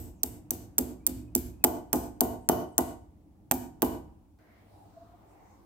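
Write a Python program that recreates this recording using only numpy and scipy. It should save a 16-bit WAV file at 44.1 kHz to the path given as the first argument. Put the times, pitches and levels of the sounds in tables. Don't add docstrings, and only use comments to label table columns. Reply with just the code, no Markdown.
import sys
import numpy as np
from scipy import signal
from scipy.fft import rfft, irfft, next_fast_len
from scipy.io import wavfile
from scipy.ndimage import uniform_filter1d

SR = 44100
rng = np.random.default_rng(int(sys.argv[2]) if len(sys.argv) > 2 else 0)


def gain_from_decibels(decibels):
    exponent = np.asarray(decibels, float) / 20
    return 10 ** exponent


def file_out(sig):
    cols = np.atleast_2d(sig).T
    lim = np.clip(cols, -1, 1)
    pcm = np.round(lim * 32767).astype(np.int16)
    wavfile.write(sys.argv[1], SR, pcm)


N = 249165
LEAD = SR // 10
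T = np.arange(N + LEAD) / SR
AIRY_FROM_S = 4.388


def add(out, x, at_s):
    i = int(round(at_s * SR)) + LEAD
    out[..., i:i + x.shape[-1]] += x


def on_log(hz, table):
    table_hz, value = np.transpose(table)
    return np.interp(np.log(hz), np.log(table_hz), value)


def walk(rate):
    k = int(SR / rate)
    held = np.repeat(rng.standard_normal(N // k + 1), k)
    return 2.2 * uniform_filter1d(uniform_filter1d(held, k), k)[:N]


def bands(table, size, alike_hz):
    hz = np.maximum(np.arange(size // 2 + 1) * SR / size, 1)
    mid, side = rfft(rng.standard_normal((2, size))) * gain_from_decibels(on_log(hz, table))
    alike = .9 / (1 + (hz / alike_hz) ** 2)
    pair = mid * np.sqrt(1 + alike) + side * np.sqrt(1 - alike) * np.array([[1], [-1]])
    for step in range(13, 43):
        share = np.cos(np.pi / 2 * np.clip(3 * np.log2(hz) - step, -1, 1)) ** 2
        yield 2 ** (step / 3), irfft(pair * share, size)


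# pitch_hz [Hz], width_hz [Hz], level_db [dB]
STRIP_MODES = [(2350, 1500, -20), (4750, 900, -16.5), (6250, 600, -10.5), (7930, 560, -9.5),
               (8380, 1100, -3.5), (10560, 1100, -7), (11000, 1100, -17), (11700, 1500, -3.5),
               (12780, 620, -3), (13600, 900, 0), (13680, 640, -4.5), (15060, 766, -7)]


def ticks(contacts):
    out, t = np.zeros((2, len(T))), T[:SR // 40]
    hz, width_hz, db = np.transpose(STRIP_MODES)[:, :, None]
    for s, tick_db, pan_db, knock_db in contacts:
        chance = rng.standard_normal((4,) + hz.shape)
        phase = 2 * np.pi * hz * (1 + 0.023 * chance[0]) * t + 2 * chance[1]
        uneven_db, across = 2.5 * chance[2], 2.2 + .6 * chance[3]
        attack = 1 - np.exp(-t / .0001)
        fade = gain_from_decibels(db + uneven_db) * np.exp(-.6 * np.pi * width_hz * t) * attack
        ring = np.array([(fade * np.sin(phase + across)).sum(0), (fade * np.sin(phase)).sum(0)])
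        crack = np.diff(rng.standard_normal((2, len(t) + 1)))
        ring += gain_from_decibels(-15) * crack * np.exp(-t / 0.0014)
        ring *= gain_from_decibels(np.array([[pan_db], [-pan_db]]) / 2) / np.abs(ring).max(1, keepdims=True)
        push = np.exp(-((t - .0002) / 0.000097) ** 2) - 0.67 * np.exp(-((t - .0007) / 0.00036) ** 2)
        knock = gain_from_decibels(tick_db + knock_db + 2.5) * push * np.array([[.3], [1]])
        add(out, gain_from_decibels(tick_db + 2.0) * ring + knock, s - .0002)
    return out


# pitch_hz [Hz], level_db [dB], t60_s [s]
BENCH_MODES = [(60.8, -9.5, 0.51), (84.15, -12.5, 0.46), (110.4, -13.5, 0.38), (178.2, -8, 0.12),
               (218, -12.5, 0.22), (252.3, -0.5, 0.17), (298.7, -2.5, 0.17), (336.1, -8, 0.063),
               (348.7, -3.5, 0.16), (417, -11.5, 0.13), (528.5, -11, 0.075), (659, -7, 0.087),
               (702.6, 1.5, 0.057), (748, 1.5, 0.055), (845, -2.5, 0.07), (933, -10, 0.16),
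               (1027, -15, 0.091), (1213, -19, 0.1), (1486, -16, 0.068), (1966, -25.5, 0.061),
               (2973, -25.5, 0.14)]


def bench(blows, late_s=0.0075, rise_cycles=2.3):
    out, t = np.zeros((2, len(T))), T[:SR // 3]
    hz, db, t60 = np.transpose(BENCH_MODES)[:, :, None]
    start, lead = rng.standard_normal((2,) + hz.shape)
    apart = (.15 + hz / 1000) * lead
    for s, boom_db, top_db, thud_db, decay in blows:
        chance = rng.standard_normal((3,) + hz.shape)
        bench_top_db = np.where(hz > 550, top_db + 15, 0)
        floor_db = np.where(hz < 140, thud_db + 23.5, 0)
        db_now = db + bench_top_db + floor_db + 2.0 * chance[0]
        fade = gain_from_decibels(db_now - 60 * t / (t60 * decay)) * (1 - np.exp(-t * hz / rise_cycles))
        phase = 2 * np.pi * hz * (1 + 0.0077 * chance[1]) * t + 0.67 * start + 0.51 * chance[2]
        boom = np.array([(fade * np.sin(phase + apart)).sum(0), 1.15 * (fade * np.sin(phase)).sum(0)])
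        loudness = np.sqrt(np.mean(boom[:, :SR // 20] ** 2))
        add(out, boom * gain_from_decibels(boom_db - 4.5) / loudness, s + late_s)
    return out


# pitch_hz [Hz], level_db [dB]
WALL_COLOUR = [(40, -3), (100, 5.5), (300, 1), (800, 2.5), (1500, 1), (2500, 1.5), (3600, -2.5),
               (5500, -2.5), (8200, -0.5), (10200, -6), (12600, 5), (14500, 2), (15800, -7), (17000, -31.5)]
# pitch_hz [Hz], t60_s [s]
WALL_T60 = [(60, 0.42), (300, 0.49), (1000, 0.52), (2500, 0.44), (5000, 0.45), (9000, 0.38), (16000, 0.25)]


def room(source, ring_db=-9, near_db=-8, far_s=0.13, far_db=-4):
    t, response = T[:SR], 0
    far = 1 + gain_from_decibels(far_db) * np.exp(-((t - far_s) / .035) ** 2)
    quick = gain_from_decibels(near_db - 60 * t / .03) * (1 - np.exp(-t / .001))
    for hz, noise in bands(WALL_COLOUR, len(t), alike_hz=535):
        slow = far * gain_from_decibels(ring_db - 60 * t / on_log(hz, WALL_T60)) * (1 - np.exp(-t / .012))
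        power = noise ** 2 + 1e-18
        even = np.sqrt(power.mean() / uniform_filter1d(power, size=int(6 * SR / hz), axis=1))
        lean_db = np.clip(np.log2(hz / 700), -1.5, .8) * np.array([[1], [-1]])
        response = response + noise * even * (slow + quick) * gain_from_decibels(lean_db)
    t = T[:SR // 25]
    wall = rng.standard_normal(len(t)) * (np.exp(-t / 0.0002) + 0.24 * np.exp(-t / 0.011))
    wall_at = int(.0275 * SR)
    response[:, wall_at:wall_at + len(t)] += np.array([[1.3], [.6]]) * wall
    response = signal.sosfilt(signal.ellip(8, .5, 50, 15900, fs=SR, output="sos"), response)
    return signal.fftconvolve(source[None], response * gain_from_decibels(-24.0), axes=1)[:, :len(T)]


# start_s [s] of the touch, touch_db [dB], landing_db [dB], rebound_ms [ms], rebound_db [dB]
STRIKE_CONTACTS = [(-.05, -3, -7, 4.7, -21), (0.233, -10, -11.5, 3.7, -14), (0.5074, -9.5, -25, 2.6, -17),
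                   (0.782, -7, -6, 6.2, -8.5), (1.0662, -4.5, -9.5, 6.7, -14), (1.351, -19, -5, 11, -18),
                   (1.64, -11, 0.5, 6.3, -4.5), (1.9296, -19.5, -9.5, 6.1, -18.5),
                   (2.2076, -1.5, -17, 4.9, -16), (2.4892, -4.5, -16, 6.3, -15.5),
                   (2.7807, -2.5, -12.5, 7, -13), (3.5122, -12, -6.5, 7.6, -13),
                   (3.8208, -7.5, -16.5, 6.1, -15)]
# boom_db [dB], top_db [dB over boom], knock_db [dB], decay [factor]
BENCH_BLOWS = [(-38, -26, -39.5, 0.22), (-36.5, -24.5, -35.5, 0.44), (-36, -25.5, -39.5, 0.62),
               (-28, -29.5, -26, 0.69), (-33.5, -27, -31.5, 2.4), (-25.5, -33, -28.5, 0.52),
               (-23, -19.5, -10.5, 0.59), (-23, -20.5, -17, 1.1), (-23.5, -20.5, -23, 0.58),
               (-20.5, -15, -17, .34), (-23, -15.5, -19, 0.76), (-28, -16, -12, 0.85),
               (-20.5, -17.5, -17, 0.49)]


def hammer():
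    landing_s, settle_share, settle_db = .0012, .45, -11.5
    floor_thud_db = -54.5
    s, touch_db, landing_db, rebound_ms, rebound_db = np.transpose(STRIKE_CONTACTS)
    boom_db, top_db, knock_db, decay = np.transpose(BENCH_BLOWS)
    rebound_s = rebound_ms / 1000
    tick_db = np.array([touch_db, landing_db, rebound_db, rebound_db + settle_db])
    knock_db = knock_db - tick_db.max(0)
    # delay s, pan dB, extra knock dB
    stages = [(0 * s, 1, 0.023), (0 * s + landing_s, -7, 0.017),
              (rebound_s, -4.5, 2), ((1 + settle_share) * rebound_s, -3.5, 1.8)]
    contacts = []
    for (after_s, pan_db, extra_db), level_db in zip(stages, tick_db):
        contacts += zip(s + after_s, level_db, 0 * s + pan_db, knock_db + extra_db)
    strip = ticks(contacts)
    wood = bench(list(zip(s - .001, boom_db, top_db, floor_thud_db - boom_db, decay)))

    snap, force = np.zeros(len(T)), np.sqrt((gain_from_decibels(tick_db) ** 2).sum(0))
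    for at_s, size in zip(s, force):
        add(snap, size * np.array([1., -.75]), at_s)
    share = gain_from_decibels(-6 + 0.3 * (boom_db + 27.5)) / force
    blow_now = np.clip(np.searchsorted(s - .01, T - LEAD / SR) - 1, 0, None)
    thrown = share[blow_now] * (0.12 * strip[1] + 0.87 * snap)
    flutter_db = 3.5 * np.resize(walk(70), len(T))
    walls = room(thrown + gain_from_decibels(-4 + flutter_db) * wood[1])
    return (strip + wood + walls)[:, LEAD:]


# pitch_hz [Hz], level_db [dB per Hz]
SHOP_COLOUR = [(15, -50.5), (25, -20.5), (58, -5.5), (129, -20), (164, -16), (269, -22.5), (300, -10),
               (383, -32.5), (822, -34.5), (1580, -52), (2880, -55.5), (4710, -77.5), (14000, -64),
               (17000, -73)]
# start_s [s], level_db [dB]
SHOP_LOUDNESS = [
    (0, -51.5),
    (3.5, -53.5),
    (4.0, -48),
    (4.3, -57),
    (4.39, -59.5),
    (4.6, -61.5),
    (5.65, -64.5),
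]


def shop_air():
    shop, swell = 0, walk(0.8)
    for hz, noise in bands(SHOP_COLOUR, next_fast_len(N), alike_hz=700):
        shop = shop + noise[:, :N] * gain_from_decibels(1.2 * swell + 1.0 * walk(2.7))
    steady = shop / np.sqrt(np.mean(shop ** 2))
    return steady * gain_from_decibels(np.interp(T[:N], *np.transpose(SHOP_LOUDNESS)))


def glides(rows):
    edge, edge_db = .2, -17.5
    at = np.array([0, edge, 1 - edge / 2, 1])
    soft_db = np.array([edge_db, 0, 0, edge_db])
    return [np.transpose([s + length * at, a_hz + (b_hz - a_hz) * at, db + soft_db])
            for s, length, a_hz, b_hz, db in rows]


def arches(rows):
    rise_s, fall_s, sag_hz_per_s2 = .04, .07, 420000
    at = np.linspace(-rise_s, fall_s, num=12)
    soft_db = -17.5 / 2 * np.clip(-at / rise_s, 0, 1) ** 2
    return [np.transpose([s + at, hz - sag_hz_per_s2 * at ** 2, db + soft_db]) for s, hz, db in rows]


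def notes(tables, partials, waver, rough_db):
    out = np.zeros(N)
    for table in tables:
        s, hz, db = np.transpose(table)
        span = slice(int(s[0] * SR), int(s[-1] * SR))
        t = T[span]
        pitch = uniform_filter1d(np.interp(t, s, hz), size=500) * (1 + waver * walk(100)[span])
        phase = 2 * np.pi * np.cumsum(pitch) / SR
        gain = gain_from_decibels(np.interp(t, s, db) + rough_db * walk(90)[span])
        out[span] += gain * sum(gain_from_decibels(d) * np.sin(k * phase) for k, d in partials)
    return out


# top_s [s], pitch_hz [Hz] of the upper overtone, level_db [dB]
BIRD_SQUEAKS = [
    (.15, 7700, -81),
    (2.412, 9300, -79),
    (2.708, 9400, -79),
]
# start_s [s], length_s [s], from_hz [Hz], to_hz [Hz], level_db [dB]
BIRD_WHISTLES = [
    (.99, .09, 2350, 2620, -78),
    (1.15, .19, 2620, 2680, -83),
    (1.52, .13, 2640, 2680, -81),
]


def birds():
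    squeaks = notes(arches(BIRD_SQUEAKS), [(1, 0), (7 / 8, -2.5)], waver=0.004, rough_db=2.5)
    whistles = notes(glides(BIRD_WHISTLES), [(0.95, 0.0055)], waver=.014, rough_db=3.0)
    return (squeaks + whistles) * np.array([[1.2], [.8]])


# pitch_hz [Hz], level_db [dB per Hz]
AIRY_COLOUR = [(15, -48), (25, -35), (101, 1.5), (136, -18.5), (210, -8), (234, -12), (291, -11),
               (561, -16), (679, -11.5), (1720, -31), (11300, -45.5), (15200, -37), (17000, -74)]
# peak_s [s], length_s [s], pitch_hz [Hz], lift_db [dB]
PASSING_SWELLS = [(4.55, 0.13, 1920, 12), (4.57, 0.057, 4500, 5.5), (4.738, 0.048, 4600, 7),
                  (4.8, 0.11, 10080, 11), (4.8, 0.086, 800, 10.5), (5.0, .12, 4340, 1.5),
                  (5.08, 0.17, 1200, 8.5), (5.313, 0.038, 8000, 11.5), (5.45, 0.13, 940, 11),
                  (5.436, .13, 2036, 9), (5.52, 0.088, 6520, 11)]


def airy_room():
    out, airy, mean_power = np.zeros((2, N)), 0, 0
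    swell_octaves, calm_db = .33, -3
    late = T[int(AIRY_FROM_S * SR):N]
    slow, since = late[::256], late - late[0]
    s, length, swell_hz, swell_db = np.transpose(PASSING_SWELLS)[:, :, None]
    for hz, noise in bands(AIRY_COLOUR, 2 * SR, alike_hz=348):
        mean_power += np.mean(noise ** 2)
        nearness = ((slow - s) / length) ** 2 + (np.log2(hz / swell_hz) / swell_octaves) ** 2
        lift_db = (swell_db * np.exp(-nearness)).sum(0)
        creep_db = -4.5 * np.exp(-since / 0.13) / (1 + (hz / 1200) ** 2)
        level_db = np.interp(late, slow, calm_db + lift_db) + creep_db + 1.2 * walk(7)[:len(late)]
        airy = airy + noise[:, :len(late)] * gain_from_decibels(level_db)
    click = uniform_filter1d(rng.standard_normal(len(late)), size=4) * np.exp(-since / .004)
    out[:, -len(late):] = airy * gain_from_decibels(-58) / np.sqrt(mean_power) + gain_from_decibels(-66.5) * click
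    return out


# start_s [s], length_s [s], from_hz [Hz], to_hz [Hz], level_db [dB]
DRONE_GLIDE = [
    (4.93, 0.241, 667, 718, -58.5),
]


def drone():
    return notes(glides(DRONE_GLIDE), [(0.98, 0)], waver=0.0117, rough_db=4.0)


def scene():
    return hammer() + shop_air() + birds() + airy_room() + drone()


def roll_off(x):
    return signal.sosfilt(signal.butter(12, 17150, fs=SR, output="sos"), x)


def record(dry):
    hiss = gain_from_decibels(-80.5) * rng.standard_normal(dry.shape)
    heard = signal.sosfilt(signal.butter(2, 42, "high", fs=SR, output="sos"), dry + hiss)
    heard = signal.sosfilt(signal.ellip(8, .3, 70, 16250, fs=SR, output="sos"), heard)
    return roll_off(0.91 * np.tanh(heard / 0.88))


dry = scene()
out = record(dry)
file_out(out)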